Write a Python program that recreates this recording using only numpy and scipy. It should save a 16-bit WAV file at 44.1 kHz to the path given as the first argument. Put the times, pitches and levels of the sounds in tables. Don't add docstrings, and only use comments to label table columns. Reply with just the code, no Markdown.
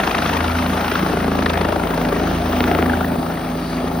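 import sys
import numpy as np
from scipy import signal
from scipy.fft import rfft, irfft, next_fast_len
from scipy.io import wavfile

SR = 44100
rng = np.random.default_rng(int(sys.argv[2]) if len(sys.argv) > 2 else 0)


def transcribe(signal):
    frames = np.atleast_2d(signal).T
    limited = np.clip(frames, -1, 1)
    pcm = np.round(limited * 32767).astype(np.int16)
    wavfile.write(sys.argv[1], SR, pcm)


N = 176400
TIME, BIN_HZ = np.arange(N) / SR, np.arange(N // 2 + 1) * SR / N


def from_db(db):
    return 10 ** (np.asarray(db) / 20)


def unit_rms(x):
    return x / np.sqrt(np.mean(x ** 2) + 1e-20)


def in_time(rows, column=1):
    rows = np.array(rows)
    return np.interp(TIME, rows[:, 0], rows[:, column])


def at_hz(rows, hz, column=1):
    rows = np.array(rows)
    return np.interp(np.log(np.maximum(hz, 1)), np.log(rows[:, 0]), rows[:, column])


def drift(corner_hz):
    step, settle = 40, 2000
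    pole = np.exp(-2 * np.pi * corner_hz * step / SR)
    white = rng.standard_normal(N // step + settle + 2)
    slow = signal.lfilter([1], [1, -2 * pole, pole * pole], white)[settle:]
    return np.interp(np.arange(N) / step, np.arange(len(slow)), unit_rms(slow))


BAND_LIMITS = [0, 320, 560, 900, 1300, 1800, 2600, 3800, 6000, 23000]
def bands(x):
    spectrum = rfft(x)
    return [irfft(spectrum * ((BIN_HZ >= low) & (BIN_HZ < high)), N)
            for low, high in zip(BAND_LIMITS, BAND_LIMITS[1:])]


# (frequency [Hz], coherence [ratio], left minus right [dB], left phase lead [rad])
MIC_PAIR = [(102, .999, 0, 0), (292, .99, -1.3, 0.17), (510, 0.77, 3.3, .5), (765, 0.94, 2.5, 0.5),
            (1065, 0.41, 6.5, 0.8), (1260, .95, 7.5, -1.2), (1470, .8, 2, 0.7), (2000, 0.8, 1.3, 0.5),
            (3020, 0.65, 0.5, 0.9), (3620, 0.8, 1, 0.4), (5070, 0.6, .3, 0.9), (6710, .85, 0, 2.2),
            (13350, 0.9, 0, 9), (15900, .8, 0, 12)]
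def partly_coherent(pair):
    coherence = np.clip(at_hz(MIC_PAIR, BIN_HZ), 0, .9995)
    mid, side = rfft(pair)
    left_right = np.sqrt(1 + coherence) * mid + np.sqrt(1 - coherence) * side * np.array([[1], [-1]])
    return unit_rms(irfft(left_right, N))


def air_noise(spectrum):
    white = rfft(rng.standard_normal((2, N)))
    return partly_coherent(irfft(white * from_db(at_hz(spectrum, BIN_HZ)), N))


# (time [s], relative hiss level [dB], relative whine level [dB], whine frequency [Hz])
TURBINE_COURSE = [(0.0, -43, -43, 14800), (0.58, -44, -45, 14800), (0.91, -43, -41.5, 15000),
                  (1.29, -46.5, -48, 15000), (2.4, -47, -45, 15300), (2.58, -45, -40, 15200),
                  (3.85, -48.5, -52, 15200), (4.0, -47.5, -42, 15200)]
# (frequency [Hz], relative density [dB])
NOTCHED_HISS_SPECTRUM = [(2000, -15), (3600, 8), (4500, 5), (5500, -1.5), (7000, -15), (8400, 6),
                         (10400, 3.5), (12000, 3), (13800, -26), (16000, -11)]
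# (frequency [Hz], relative density [dB])
LOW_HISS_SPECTRUM = [(3000, -33), (3950, -2), (4250, -6), (4600, 3), (5100, -12), (6000, -19)]
# (time [s], level [dB])
LOW_HISS_LEVEL = [(0, -62), (3.2, -48.5), (3.5, -52), (3.7, -39.5), (3.9, -50.5)]
def turbine():
    carrier = np.exp(2j * np.pi * np.cumsum(in_time(TURBINE_COURSE, column=3)) / SR)
    whine = 0
    for half_width_hz, db in ((85, -1), (330, -1.5)):
        lowpass = signal.butter(2, half_width_hz, fs=SR, output="sos")
        real, imag = signal.sosfilt(lowpass, rng.standard_normal((2, 2, N)))
        whine += from_db(db) * partly_coherent(((real + 1j * imag) * carrier).real)
    hiss = air_noise(NOTCHED_HISS_SPECTRUM) * from_db(2 + in_time(TURBINE_COURSE) + .5 * drift(9.3))
    hiss += air_noise(LOW_HISS_SPECTRUM) * from_db(in_time(LOW_HISS_LEVEL))
    return whine * from_db(in_time(TURBINE_COURSE, column=2) + 2.1 * drift(25)) + hiss


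# (time [s], relative midrange level [dB], relative treble level [dB])
AIR_LEVELS = [(0, -22, -24), (.23, -26.5, -24.5), (.5, -25.5, -24.5), (.8, -23.5, -25.5), (.96, -29, -23.5),
              (1.07, -25.5, -26.5), (1.3, -29.5, -30), (1.52, -27.5, -29.5), (1.66, -23, -29),
              (1.8, -24.5, -32.5), (2.12, -25, -28), (2.45, -24, -28.5), (2.65, -21.5, -26.5),
              (2.85, -24, -29), (3.1, -24.5, -33), (3.35, -27.5, -33), (3.74, -28.5, -31), (4, -24.5, -33)]
# (frequency [Hz], relative density [dB])
LOW_ROAR_SPECTRUM = [(30, -20), (70, -11.5), (120, -9.5), (200, -1.5), (290, -5.5), (480, -6), (700, -4),
                     (1000, -12.5), (1600, -29.5), (3000, -45.5)]
HIGH_ROAR_SPECTRUM = [(400, -58), (850, -2.5), (1400, -1), (2100, -7), (3200, -10.5), (4500, -19),
                      (6300, -18), (9000, -61)]
def roar():
    low = air_noise(LOW_ROAR_SPECTRUM) * from_db(in_time(AIR_LEVELS) - 1)
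    high = air_noise(HIGH_ROAR_SPECTRUM) * from_db(in_time(AIR_LEVELS, column=2) - 2.5 + 1.63 * drift(64))
    return sum(band * from_db(1.5 * drift(5.7)) for band in bands(low + high))


def partial(cycles, fade_db, blur_rad):
    fading = from_db(fade_db * drift(3.6))
    return unit_rms(fading * np.sin(2 * np.pi * (cycles + rng.random()) + blur_rad * drift(1.7)))


TAIL_HZ, TAIL_WANDER = 83.08, 0.00208
# (time [s], level [dB])
TAIL_LEVEL_1 = [(0.0, -41.5), (0.47, -22), (0.96, -34.5), (1.55, -27), (1.83, -32.5), (2.03, -54),
                (2.19, -30), (2.95, -25), (3.45, -43.5), (4.0, -35)]
TAIL_LEVEL_2 = [(0, -32), (.7, -37.5), (1.0, -33.5), (1.2, -29.5), (1.7, -33.5), (2.05, -26), (2.3, -33.5),
                (3.1, -28), (3.75, -30.5), (4, -25.5)]
TAIL_LEVEL_3 = [(0, -35), (.35, -29), (.5, -25), (.7, -24), (.85, -36.5), (1.3, -36), (1.45, -25.5),
                (1.7, -44.5), (2.1, -23), (2.25, -34.5), (2.5, -24.5), (3.15, -26), (3.4, -31), (4, -26.5)]
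# (harmonic number, level [dB])
TAIL_OVERTONES = [(4, -42.5), (7, -40.5), (8, -43.5), (9, -45), (10, -48)]
def tail_rotor():
    cycles = np.cumsum(TAIL_HZ * (1 + TAIL_WANDER * drift(1.54))) / SR
    low = sum(from_db(in_time(level)) * partial(k * cycles, fade_db=0.62, blur_rad=0.091)
              for k, level in enumerate((TAIL_LEVEL_1, TAIL_LEVEL_2, TAIL_LEVEL_3), start=1))
    upper = sum(from_db(db) * partial(k * cycles, fade_db=3.5, blur_rad=1.0) for k, db in TAIL_OVERTONES)
    return low + upper


def dulled(x, cutoff_hz=1950):
    return signal.sosfilt(signal.butter(1, cutoff_hz, fs=SR, output="sos"), x)


# (delay [s], left gain [dB], right gain [dB])
ECHO_PATHS = [(.0085, -17, -15.5), (.049, -19.5, -16.5), (.094, -5, -28)]
def hillside_echoes(x):
    dull = dulled(x)
    return sum(from_db([[left], [right]]) * np.pad(dull, ((0, 0), (int(delay * SR), 0)))[:, :N]
               for delay, left, right in ECHO_PATHS)


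# (time [s], reflected amplitude [ratio])
GROUND_REFLECTION = [(2.65, 0.03), (3.5, 0.19), (4, 0.12)]
def ground_effect(x, delay_ms=1.886):
    share = in_time(GROUND_REFLECTION)
    reflected = np.array([np.interp(TIME - delay_ms / 1000, TIME, side) for side in dulled(x)])
    return (x - share * reflected) / np.sqrt(1 + share ** 2)


BLADE_HZ = 27.3
# (harmonic number, relative level [dB])
THUMP_HARMONICS = [(1, -30), (2, -2.5), (4, -6), (5, -6), (6, -2), (7, 4.5), (8, 0), (9, -4.5), (10, 2),
                   (11, -1.5), (12, -12), (14, -9.5), (15, -6)]
# (time [s], relative level [dB])
THUMP_DEEP_LEVEL = [(0.0, -33), (0.57, -35), (2.35, -26), (3.05, -36), (4.0, -32.5)]
THUMP_UPPER_LEVEL = [(0, -40.5), (.9, -37.5), (1.3, -32), (1.7, -41), (2.3, -34), (2.8, -36), (3.1, -34.5),
                     (3.4, -41), (4, -39)]
def rotor_thump():
    deep, upper = from_db(in_time(THUMP_DEEP_LEVEL)), from_db(in_time(THUMP_UPPER_LEVEL))
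    out = np.zeros(N)
    for k, db in THUMP_HARMONICS:
        cycles = k * BLADE_HZ * TIME
        if k <= 2:
            out += from_db(db) * deep * partial(cycles, fade_db=1.0, blur_rad=0.064)
        else:
            out += from_db(db) * upper * partial(cycles, fade_db=3.5, blur_rad=0.38)
    return out


# (time [s], lag [ms])
BLADE_LAG = [(0, 1), (.42, 4.5), (.7, 3), (1.0, 3.5), (1.12, -0.5), (1.48, -2.5), (1.65, 2), (1.83, 4.5),
             (1.97, -0.5), (2.2, 1.5), (2.5, 4.5), (2.75, 4), (3.05, 6), (3.5, 4.5), (3.65, -4), (4, -5)]
def blade_times():
    regular = np.arange(int(N / SR * BLADE_HZ) + 1) / BLADE_HZ
    return regular + np.interp(regular, TIME, in_time(BLADE_LAG)) / 1000


def sweeps(noise, rise_ms, fall_ms, delay_ms=0, scatter_ms=1.95, colour_db=1.5):
    times, out = blade_times(), 0
    blade_db = 0.2 * rng.standard_normal(len(times))
    for band in bands(noise):
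        envelope = np.zeros(N)
        deviations = np.clip(rng.standard_normal((len(times), 2)), -2, 2)
        for at, db, (colour, late) in zip(times, blade_db, deviations):
            near = slice(max(int((at - .5 / BLADE_HZ) * SR), 0), int((at + 1 / BLADE_HZ) * SR))
            ms = (TIME[near] - at) * 1000 - delay_ms - scatter_ms * late
            rise, fall = np.exp(-(ms / rise_ms) ** 2), np.exp(-np.abs(ms / fall_ms) ** 1.3)
            envelope[near] += from_db(db + colour_db * colour) * np.where(ms < 0, rise, fall)
        out += band * envelope
    return unit_rms(out)


# (frequency [Hz], relative density [dB])
SWISH_SPECTRUM = [(400, -22), (800, 0.5), (1400, 1), (2100, -4.5), (2800, -7), (4600, -14.5), (6500, -26.5),
                  (12000, -45)]
WHUFF_SPECTRUM = [(120, -25), (220, -4), (350, -1), (500, -4.5), (720, 2), (1000, -6.5), (1500, -10),
                  (3000, -35)]
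# (time [s], relative level [dB])
SWISH_LEVEL = [(0, 1), (.28, 2), (.5, -2.5), (.75, -3.5), (.92, 0.5), (1.08, -4.5), (1.33, -0.5),
               (1.48, 8.5), (1.67, 1.5), (2.15, -0.5), (2.38, -5), (2.65, -3), (2.95, -2.5), (3.25, -6),
               (4, -7.5)]
WHUFF_LEVEL = [(0, -3.5), (.3, 5.5), (.55, -3.5), (.95, -1), (1.15, 3.5), (1.35, 6), (1.5, 3.5), (1.7, 3.5),
               (1.9, 3.5), (2.15, 4.5), (2.38, -5.5), (2.7, 0.5), (3.2, 1.5), (3.6, -7.5), (4, -3.5)]
def blade_swish():
    swish = sweeps(air_noise(SWISH_SPECTRUM), rise_ms=2.94, fall_ms=5.3)
    whuff = sweeps(air_noise(WHUFF_SPECTRUM), rise_ms=3.7, fall_ms=6.8, delay_ms=1.35)
    return (swish * from_db(in_time(SWISH_LEVEL) + in_time(AIR_LEVELS, column=2) - 2)
            + whuff * from_db(in_time(WHUFF_LEVEL) + in_time(AIR_LEVELS) - 4.5))


# (time [s], envelope peak [dB], frequency [Hz])
GLANCING_CUTS = [(.15, -16, 2500), (0.958, -13, 1410), (1.464, -13.5, 1860), (2.827, -13.5, 1380),
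                 (2.862, -18.5, 1840), (2.899, -14.5, 1690), (2.937, -11, 1500), (3.01, -13.5, 1400),
                 (3.047, -16, 1790), (3.375, -22, 1950)]
def blade_knocks(width_ms=1.8):
    out = np.zeros(N)
    for at, db, hz in GLANCING_CUTS:
        since = TIME - at
        envelope = from_db(db) * np.exp(-(since * 1000 / width_ms) ** 2)
        out += envelope * np.sin(2 * np.pi * (hz * since + rng.random()))
    return out


# (time [s], peak level [dB])
SQUARE_CUTS = [(1.838, -11), (2.052, -9.5), (2.6063, -3), (2.6407, -7), (2.7151, -7), (2.7506, -6.5),
               (2.788, -10.5), (2.8264, -7)]
def blade_cracks():
    out = np.zeros(N)
    for at, db in SQUARE_CUTS:
        width_ms = 0.069 / np.sqrt(from_db(db))
        edge = (TIME - at) * 1000 / width_ms
        out += from_db(db) * edge * np.exp(.5 - .5 * edge ** 2)
    return out


# (time [s], relative level [dB])
SLAP_STRENGTH = [(0, -27), (.78, -29), (1.0, -15), (1.14, -12), (1.33, -10.5), (1.47, -17), (1.58, -16),
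                 (1.68, -7), (1.78, -19), (1.92, -19.5), (2.11, -9.5), (2.3, -23), (2.53, -19), (2.62, -11),
                 (2.68, -12), (2.82, -10.5), (2.87, -20), (3.05, -14.5), (3.4, -22), (4, -19.5)]
# (frequency [Hz], relative level [dB], decay [ms], delay [ms], growth [dB/dB])
SLAP_OSCILLATIONS = [(321.5, -4, 4.8, 3.98, 0.82), (396.6, 1.5, 3.8, 2.796, 1), (710, -7.5, 1.6, 1.23, 1.1),
                     (1380, -6, 1.5, 0.84, 1.3)]
def blade_slap(slap_spread_db=1.2, ring_spread_db=2.9, jitter_ms=0.13, detune=0.031, rise_cycles=0.63):
    out, strength = np.zeros(N), in_time(SLAP_STRENGTH)
    for at in blade_times():
        near = slice(max(int((at - 1 / BLADE_HZ) * SR), 0), int((at + 1 / BLADE_HZ) * SR))
        slap_db = np.interp(at, TIME, strength) + slap_spread_db * rng.standard_normal()
        since_ms = (TIME[near] - at) * 1000 + jitter_ms * rng.standard_normal()
        for hz, db, decay_ms, delay_ms, growth in SLAP_OSCILLATIONS:
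            ms = since_ms - delay_ms
            cycles = ms / 1000 * hz * np.exp(detune * rng.standard_normal())
            rise, fall = np.exp(-(cycles / rise_cycles) ** 2), np.exp(-np.abs(ms / decay_ms))
            gain = from_db(db + growth * slap_db + ring_spread_db * rng.standard_normal())
            out[near] += gain * np.where(ms < 0, rise, fall) * np.sin(2 * np.pi * cycles)
    return out


def scene():
    blades = blade_swish() + blade_slap() + blade_cracks() + blade_knocks()
    broadband = ground_effect(blades + hillside_echoes(blades) + roar())
    return broadband + rotor_thump() + tail_rotor() + turbine()


def record(dry, ceiling=.9, cutoff_hz=15900):
    size = next_fast_len(N + SR // 10)
    hz = np.arange(size // 2 + 1) * SR / size
    balance = from_db(np.array([[.5], [-.5]]) * at_hz(MIC_PAIR, hz, column=2))
    phase = np.exp(1j * np.array([[0], [-1]]) * at_hz(MIC_PAIR, hz, column=3))
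    heard = irfft(rfft(dry, size) * balance * phase, size)[:, :N]
    rounded = heard / (1 + (heard / ceiling) ** 6) ** (1 / 6)
    return signal.sosfilt(signal.ellip(12, .2, 80, cutoff_hz, fs=SR, output="sos"), rounded)


dry = scene()
out = record(dry)
transcribe(out)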